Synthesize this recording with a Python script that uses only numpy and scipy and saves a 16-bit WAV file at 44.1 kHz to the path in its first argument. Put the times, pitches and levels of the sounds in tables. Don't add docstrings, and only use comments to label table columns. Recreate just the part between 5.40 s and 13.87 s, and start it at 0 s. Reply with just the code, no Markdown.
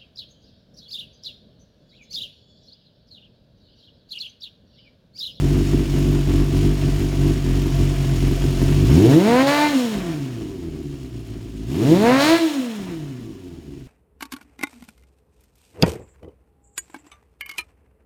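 import sys
import numpy as np
from scipy import signal
from scipy.fft import irfft
from scipy.io import wavfile
from scipy.ndimage import uniform_filter1d

SR = 44100
rng = np.random.default_rng(int(sys.argv[2]) if len(sys.argv) > 2 else 0)


def to_wav(s):
    ch = np.atleast_2d(s).T
    pcm = np.round(np.clip(ch, -1, 1) * 32767)
    wavfile.write(sys.argv[1], SR, pcm.astype(np.int16))


def how_loud(loudness_db):
    steps = np.asarray(loudness_db, float) / 20
    return 10 ** steps


N = 373668
TIME = np.arange(N) / SR
HZ = np.fft.rfftfreq(8192, 1 / SR)


# time in seconds, firings per second.
SET_SPEED = [(0, 47.3), (1.5, 48), (2.7, 46.8), (3.44, 47), (3.56, 78.9), (3.73, 142), (3.89, 228.6),
             (4.01, 265), (4.12, 289), (4.25, 298.6), (4.31, 292), (4.37, 262), (4.6, 188.7), (4.78, 145),
             (4.98, 113.5), (5.23, 85.1), (5.64, 65), (5.9, 59), (6.25, 55.2), (6.35, 79.1), (6.51, 160.1),
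             (6.65, 229.6), (6.72, 256), (6.82, 284), (6.91, 327.6), (6.98, 341.2), (7.03, 328.6),
             (7.24, 246.6), (7.41, 196.1), (7.55, 163.3), (7.74, 128), (7.97, 97.2), (8.3, 73.6),
             (8.47, 64.4)]
# time in seconds, rasp and rush in dB, hiss in dB.
OUTLET_LEVELS = [(0, -43, -40.5), (2.2, -43.5, -40.5), (3.45, -41, -38), (3.54, -37.5, -34),
                 (3.68, -38, -33.5), (3.73, -31, -31), (3.77, -37.5, -34.5), (4.01, -21.5, -30),
                 (4.06, -38, -32), (4.08, -23.5, -26.5), (4.25, -24, -28.5), (4.29, -33, -30.5),
                 (4.43, -39.5, -34), (4.6, -40.5, -41), (4.98, -54, -49.5), (5.4, -57.5, -53.5),
                 (6.25, -57.5, -53.5), (6.32, -48, -44.5), (6.51, -36, -33.5), (6.6, -35, -33.5),
                 (6.67, -24.5, -31), (6.78, -22.5, -30.5), (6.82, -23, -22.5), (6.92, -24, -24.5),
                 (6.96, -26.5, -28.5), (7.01, -38.5, -32), (7.31, -44, -42.5), (7.74, -56.5, -54),
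                 (8.47, -64, -60.5)]
HUNT_RASP, HUNT_HISS = 0.32, 0.32


def engine():
    hunt_db, gained = hunting()
    rate = curves(SET_SPEED)[0] + gained
    rasp_db, hiss_db = curves(OUTLET_LEVELS) + np.outer([HUNT_RASP, HUNT_HISS], hunt_db)
    uneven_db, steep, cut_db, thud_db = throttle(rate)
    uneven_db, steep = np.clip(uneven_db, .4, 6), np.clip(steep, 0, 1)
    turns = np.cumsum(rate) / SR
    tones = ringing(orders(rate, turns, uneven_db, hunt_db))
    pulses = uneven_pulses(rate, turns, uneven_db)
    noises = rumble(pulses, rate, uneven_db, hunt_db, cut_db, thud_db)
    noises += rasp(pulses, rate, uneven_db, steep, rasp_db, hiss_db)
    noises += rush(turns, steep, rasp_db)
    noises += hiss(rate, turns, steep, hiss_db)
    noises += gear(rate, turns, rasp_db)
    return room(tones, t60=0.41, wet_db=-14) + room(noises, t60=0.65, wet_db=-8.0)


# middle in seconds, spread to each side in seconds, level change in dB.
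HUNTING_SWINGS = [(.12, .05, 2), (.23, .025, -4), (.33, .05, 4), (.46, .035, -5), (.62, .06, 2),
                  (.82, .03, -4.5), (.93, .05, 2.5), (1.08, .025, -6), (1.2, .06, 4), (1.36, .04, -4.5),
                  (1.57, .07, 2), (1.7, .035, -4), (1.87, .04, 5), (2, .045, -6.5), (2.13, .05, 2.5),
                  (2.29, .025, -4), (2.42, .03, 2), (2.57, .03, -3), (2.72, .04, -2), (2.86, .04, 2.5),
                  (2.97, .02, -3.5), (3.15, .03, -4), (3.25, .05, 3), (3.4, .06, 2), (5.18, .015, -5),
                  (5.31, .015, -5), (5.69, .025, -7), (5.83, .02, -7), (6.08, .015, -4), (7.98, .03, -4),
                  (8.2, .03, -3)]
GAIN_PER_DB_S, SETTLE_S = 7.5, .3


def hunting():
    db = sum(size_db * np.exp(-.5 * ((TIME - s) / spread) ** 2) for s, spread, size_db in HUNTING_SWINGS)
    gained = signal.lfilter([GAIN_PER_DB_S / SR], [1, -np.exp(-1 / SETTLE_S / SR)], db)
    return db, gained


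# opening, shutting and return of firing, all in seconds,
# then thud level from that return on, in dB against the thuds at the start.
THROTTLE_BLIPS = [(3.468, 4.283, 4.54, -1.5), (6.26, 6.974, 7.37, -4)]
UNEVEN_DB, EVEN_DB_PER_RATE, PUMPING_DB = 3.5, 0.04, 1.7
STEEP_IDLE, STEEP_PER_RATE, STEEP_MOST, STEEP_DIES_S = 0.046, 0.0033, 0.76, .1
CUT_DB, CUT_S = -13.5, 0.043
THUD_LOSS_DB, THUD_FADE_S = -40, 0.24


def throttle(rate):
    uneven_db, steep = np.full(N, UNEVEN_DB), np.full(N, STEEP_IDLE)
    cut, thud_db = np.zeros(N), np.zeros(N)
    for opens, shuts, resumes, after_db in THROTTLE_BLIPS:
        on = (TIME > opens) & (TIME <= shuts)
        off = (TIME > shuts) & (TIME < resumes)
        gained = np.interp(np.minimum(TIME, shuts), TIME, rate) - rate[0]
        loaded_db = UNEVEN_DB - EVEN_DB_PER_RATE * gained
        uneven_db = np.where(on, loaded_db, np.where(off, PUMPING_DB, uneven_db))
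        load = np.minimum(STEEP_PER_RATE * gained, STEEP_MOST)
        load = load * np.exp(-np.maximum(TIME - shuts, 0) / STEEP_DIES_S)
        steep = np.maximum(steep, load * (on | off))
        cut += off * np.minimum((TIME - shuts) / CUT_S, 1)
        fading_db = thud_db + THUD_LOSS_DB * np.minimum((TIME - opens) / THUD_FADE_S, 1)
        thud_db = np.where(on | off, fading_db, np.where(TIME >= resumes, after_db, thud_db))
    return uneven_db, steep, CUT_DB * cut, thud_db


# time in seconds, first tone in dB, second and third in dB against the first.
TONE_LEVELS = [(0, -16, -5, -7.5), (3.44, -15.5, -5.5, -7.5), (3.49, -12.5, -5, -18),
               (3.55, -9.5, -4, -12.5), (3.66, -13, -10.5, -6.5), (3.75, -15.5, -2, -9),
               (3.85, -15, -5.5, -10.5), (4.0, -20.5, 1.5, -1), (4.1, -24, 4.5, -0.5),
               (4.25, -22.5, 1.5, 4.5), (4.3, -23.5, -5, -10), (4.36, -20.3, -12, -18),
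               (4.5, -22.5, -12, -22), (4.7, -28.5, -7.5, -24), (4.9, -31.5, -1.5, -16),
               (5.1, -32, -15, -8.5), (5.5, -34, -3.5, -15), (6.2, -31, -1, -11), (6.4, -22, -4, -6),
               (6.46, -19, -6, -8), (6.52, -15.5, -2, -8), (6.6, -16, -4, -10), (6.67, -16.5, -2.5, -4.5),
               (6.8, -22.5, 1.5, -4.5), (6.94, -23, 1, 2.5), (6.98, -30, -4, -6), (7.04, -26, -8, -15),
               (7.09, -30, -8, -12), (7.18, -26, -12, -24), (7.3, -26.5, -14, -29),
               (7.55, -33.5, -8.5, -23), (7.8, -38, -2, -10.5), (8.1, -38.5, -10.5, -6.5),
               (8.47, -37.5, -3.5, -23)]
# frequency in Hz, change in dB.
STANDING_WAVES = [(45.0, -6), (70.0, -7.5), (95.0, -8), (120.0, 0.5), (145.0, 1), (160.0, 0), (180.0, -3.5),
                  (205.0, -2.3), (228.0, -1), (250.0, -0.3), (263.0, 7), (285.0, -0.5), (300.0, 5),
                  (315.0, 2), (330.0, 5), (345.0, 2.5), (365.0, -1.2), (410.0, -2), (460.0, 1.5),
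                  (505.0, 2), (530.0, -2.0), (560.0, 0.2), (600.0, -9), (665.0, 2.2), (720.0, 0.2),
                  (800.0, -5.5), (890.0, -1), (1020.0, -6.1)]
TONE_LAGS = [0.55, 1, 1]
TONE_WAVER = [.42, 0.86, .9]
TONE_HUNT_SHARES = [0.3, 1.2, 0.64]


def orders(rate, turns, uneven_db, hunt_db):
    first_db, *upper_db = curves(TONE_LEVELS)
    f, lift_db = np.transpose(STANDING_WAVES)
    settings = zip([0] + upper_db, TONE_LAGS, TONE_WAVER, TONE_HUNT_SHARES)
    out = np.zeros(N)
    for k, (step_db, lag, share, hunt) in enumerate(settings, 1):
        standing_db = np.interp(np.log(k * rate), np.log(f), lift_db)
        db = first_db + step_db + standing_db + hunt * hunt_db
        spin = np.exp(1j * (2 * np.pi * k * turns - lag))
        out += np.sqrt(2) * how_loud(db) * np.real(waver(turns, uneven_db, share) * spin)
    return out


def waver(turns, uneven_db, share):
    pairs = np.arange(int(turns[-1]) // 2 + 2)
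    size, slip = (np.interp(turns / 2, pairs, c) for c in rng.standard_normal((len(pairs), 2)).T)
    return undb(share * uneven_db * (size + 1j * slip))


def ringing(tones):
    s = 1j * HZ
    return tones + how_loud(4.5) * colour(tones, 9 * s / (325 ** 2 + 9 * s + s ** 2))


def uneven_pulses(rate, turns, uneven_db):
    pulses = firings(turns, uneven_db, jitter=0.0074)
    steady = 1 + 2 * sum(np.cos(2 * np.pi * k * turns) for k in (1, 2, 3))
    return pulses - rate / SR * steady


# its lasting strength, as a multiple of the unevenness in dB.
CYLINDER_STRENGTHS = [0.56, 0.0012, 0.38, -0.041]


def firings(turns, uneven_db, jitter):
    count = np.arange(1, int(turns[-1]))
    size, late = rng.uniform(-1, 1, (len(count), 2)).T * np.sqrt(3)
    spread_db = uneven_db[np.interp(count, turns, np.arange(N)).astype(int)]
    at = np.minimum(np.interp(count + jitter * spread_db * late, turns, np.arange(N)), N - 2)
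    strength_db = spread_db * (np.take(CYLINDER_STRENGTHS, count % len(CYLINDER_STRENGTHS)) + size)
    gain = how_loud(strength_db - spread_db ** 2 * np.log(10) / 40)
    out = np.zeros(N)
    np.add.at(out, at.astype(int), gain * (1 - at % 1))
    np.add.at(out, at.astype(int) + 1, gain * (at % 1))
    return out


# time in seconds, level in dB.
RUMBLE_LEVEL = [(0, -23.5), (1.9, -25.5), (2.7, -26.5), (3.4, -24), (3.58, -18), (3.68, -19.5), (3.8, -34),
                (3.9, -25.5), (4.0, -32), (4.2, -41), (4.28, -34), (4.56, -28.5), (4.7, -37), (4.94, -37.5),
                (5.37, -33), (5.6, -37.5), (6.25, -34), (6.38, -25.5), (6.55, -26), (6.65, -29.5),
                (6.8, -34), (6.88, -34.5), (6.99, -41), (7.4, -38), (7.65, -44), (8.14, -41), (8.38, -38),
                (8.47, -55)]
# frequency in Hz, width in Hz, relative level in dB.
PIPE_RESONANCES = [(56.4, 17, -8.5), (112, 35, -2), (144.7, 59, -2.5), (226, 15, -4.5), (259.7, 25.5, -4),
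                   (298.5, 15.4, -5.5), (330, 9.1, -4.5), (391, 25.3, -11), (437, 7.7, -15.5),
                   (461, 45, -22.5)]
HUNT_RUMBLE = 0.74
THUD_DB = -7.5


def rumble(pulses, rate, uneven_db, hunt_db, cut_db, thud_db):
    rumble_db = curves(RUMBLE_LEVEL)[0] + HUNT_RUMBLE * hunt_db + cut_db
    s = 1j * HZ
    pipe = sum((-1) ** k * how_loud(db) * w * s / (f ** 2 + w * s + s ** 2)
               for k, (f, w, db) in enumerate(PIPE_RESONANCES))
    pipe = pipe / (1 + 0.9 * s / 470 + (s / 470) ** 2) ** 2
    pipe = pipe * (s / (s + 30)) ** 2
    out = colour(pulses * how_loud(rumble_db) / train_rms(pipe, rate, uneven_db, order=4), pipe)
    low = (30 * s / (52 ** 2 + 30 * s + s ** 2)) ** 2
    thuds = pulses * how_loud(rumble_db + THUD_DB + thud_db) / train_rms(low, rate, uneven_db, order=4)
    return out + colour(thuds, low)


# frequency in Hz, relative level in dB.
FRONT_TONE = [(350, -46.5), (480, -6), (600, -4), (700, 0.5), (810, -10.5), (890, -2), (1200, -15.5),
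              (1800, -14), (2300, -17), (2800, -26.5), (6000, -72.5)]
# frequency in Hz, relative level in dB.
EDGE_TONE = [(1500, -36), (2400, -20), (3000, -2.5), (4000, 8), (4700, 5), (6000, -24), (12000, -55)]


def edge_part(steep):
    return 0.48 * steep ** 2


def rasp(pulses, rate, uneven_db, steep, rasp_db, hiss_db):
    front, edge = causal(FRONT_TONE), causal(EDGE_TONE)
    front_rms = train_rms(front * (HZ > 1050), rate, uneven_db, order=4)
    edge_rms = train_rms(edge, rate, uneven_db, order=4)
    out = colour(pulses * how_loud(rasp_db) * np.sqrt(steep) / front_rms, front)
    out += colour(pulses * how_loud(hiss_db) * np.sqrt(edge_part(steep)) / edge_rms, edge)
    return out + cracks(front + .3 * edge)


# time in seconds, peak in dB before the room.
CRACK_HITS = [(4.072, -14), (6.808, -7)]


def cracks(front):
    shape, hits = irfft(front), np.zeros(N)
    for s, peak_db in CRACK_HITS:
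        hits[round(s * SR)] = how_loud(peak_db)
    return signal.oaconvolve(hits, shape / abs(shape).max())[:N]


# frequency in Hz, relative level in dB.
RUSH_TONE = [(300, -29.5), (500, -0.5), (580, -4), (670, 4.5), (820, -8.5), (960, -4.5), (1400, -7.5),
             (1800, -7), (2600, -10), (4000, -24), (8000, -77)]


def rush(turns, steep, rasp_db):
    gas = evened(colour(rng.standard_normal(N), causal(RUSH_TONE)))
    gas *= how_loud(rasp_db + 3.0) * np.sqrt(1 - steep)
    return gas * beats(turns, depth=0.29, sharp=0.83, cycle_db=0.5, burst_db=1.5)


# frequency in Hz, relative level in dB.
HISS_TONE = [(1200, -33.5), (2200, -1.5), (2950, 4), (3600, 0), (4300, -1), (4900, -1.5), (5500, 0),
             (6000, -5), (6700, -1), (7600, -6.5), (7950, -10), (8300, -5.5), (9500, -10), (10400, -11.5),
             (13500, -16), (15400, -12), (15800, -18), (16300, -17), (17700, -18)]


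def hiss(rate, turns, steep, hiss_db):
    roar = np.clip(0.0009 * (rate - 60), 0, .8)
    gas = rng.standard_normal(N)
    out = (1 - roar) * evened(colour(gas, causal(HISS_TONE))) + roar * evened(colour(gas, causal(EDGE_TONE)))
    out *= np.sqrt(abs(1 - edge_part(steep)))
    out *= beats(turns, depth=0.68, sharp=0.26, cycle_db=0.2, burst_db=0.85)
    rattles = valves(turns) * how_loud(-.03 * rate + 2.5)
    return how_loud(hiss_db) * (out + rattles)


def beats(turns, depth, sharp, cycle_db, burst_db):
    puff = 1 + depth * np.exp(-(turns % 1) / sharp)
    cycle = how_loud(cycle_db * np.cos(2 * np.pi * turns / len(CYLINDER_STRENGTHS)))
    drift = uniform_filter1d(uniform_filter1d(rng.standard_normal(N), 700), 500)
    return evened(puff * cycle * how_loud(burst_db * evened(drift)))


# place in the engine cycle from 0 to 1, frequency in Hz, width in Hz,
# level in dB against one another.
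VALVE_RATTLES = [(.1, 11300, 900, -19), (.55, 11800, 1000, -22), (.8, 12000, 900, -25),
                 (.3, 15200, 700, -31)]


def valves(turns):
    cycle, out = turns / len(CYLINDER_STRENGTHS), np.zeros(N)
    chance = rng.standard_normal(int(turns[-1]) + 1)[turns.astype(int)]
    for place, hz, width, db in VALVE_RATTLES:
        decay = np.exp(-((cycle - place) % 1) / .09)
        rattle = decay * how_loud(2.5 * chance) * rng.standard_normal(N)
        mode = width * 1j * HZ / (hz ** 2 - HZ ** 2 + width * 1j * HZ)
        out += how_loud(db) * evened(colour(rattle, mode))
    return out


GEAR_ORDER, GEAR_DB = 10.4, -2


def gear(rate, turns, rasp_db):
    return how_loud(rasp_db + GEAR_DB - .25 * abs(rate - 95)) * np.sin(2 * np.pi * GEAR_ORDER * turns)


# seconds after opening, frequency in Hz, level in dB.
WHISTLE_PATH = [(.02, 11250, -64), (.08, 11400, -54), (.16, 12050, -62), (.26, 12900, -52),
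                (.35, 13200, -53.5), (.43, 13450, -66)]


def whistles():
    return sum(whistle([(blip[0] + s, hz, db) for s, hz, db in WHISTLE_PATH]) for blip in THROTTLE_BLIPS)


def whistle(rows):
    hz, db = curves(rows)
    slow = signal.lfilter([1], [1, -.965], rng.standard_normal((2, N)))
    slow = signal.lfilter([1], [1, -.965], slow)
    band = np.real((slow[0] + 1j * slow[1]) * np.exp(2j * np.pi * np.cumsum(hz) / SR))
    return how_loud(db) * evened(band) * (TIME > rows[0][0]) * (TIME < rows[-1][0])


def room(x, t60, wet_db):
    taps, at = np.zeros(SR // 2), np.arange(200, SR // 2 - 20, 20)
    echoes = rng.choice([-1., 1.], len(at)) * how_loud(-60 * at / SR / t60)
    taps[at + rng.integers(0, 20, len(at))] = echoes
    return x + how_loud(wet_db) * signal.oaconvolve(x, taps / np.linalg.norm(taps))[:N]


def undb(db):
    return np.exp(db * np.log(10) / 20)


def evened(x):
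    return x / np.sqrt(np.mean(x ** 2) + 1e-20)


def curves(rows):
    s, *columns = np.transpose(rows)
    return [np.interp(TIME, s, c) for c in columns]


def causal(points):
    f, db = np.transpose(points)
    log_gain = np.log(how_loud(np.interp(np.log(HZ + 1), np.log(f), db)))
    phase = -signal.hilbert(np.r_[log_gain, log_gain[-2:0:-1]]).imag[:len(HZ)]
    return np.exp(log_gain + 1j * phase)


def colour(x, response):
    return signal.oaconvolve(x, irfft(response))[:N]


def train_rms(response, rate, uneven_db, order):
    grid = np.geomspace(40, 360, 200)[:, None, None]
    lines = grid * np.arange(order, 128)[:, None] * np.linspace(.96, 1.04, 5)
    line_power = np.interp(lines, HZ, abs(response) ** 2).mean(2).sum(1)
    power = 2 * line_power * (grid.ravel() / SR) ** 2
    scatter = (uneven_db * np.log(10) / 20) ** 2 * rate / SR * np.mean(abs(response) ** 2)
    return np.sqrt(np.interp(rate, grid.ravel(), power) + scatter)


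def scene():
    return (engine() + whistles())[None]


def top_cut(x):
    return signal.sosfilt(signal.butter(12, 17800, fs=SR, output="sos"), x)


def record(dry):
    cut = signal.sosfilt(signal.butter(4, 33, "high", fs=SR, output="sos"), dry)
    mix = 1.397 * np.tanh(cut / 1.4)
    return top_cut(mix)


dry = scene()
out = record(dry)
to_wav(out)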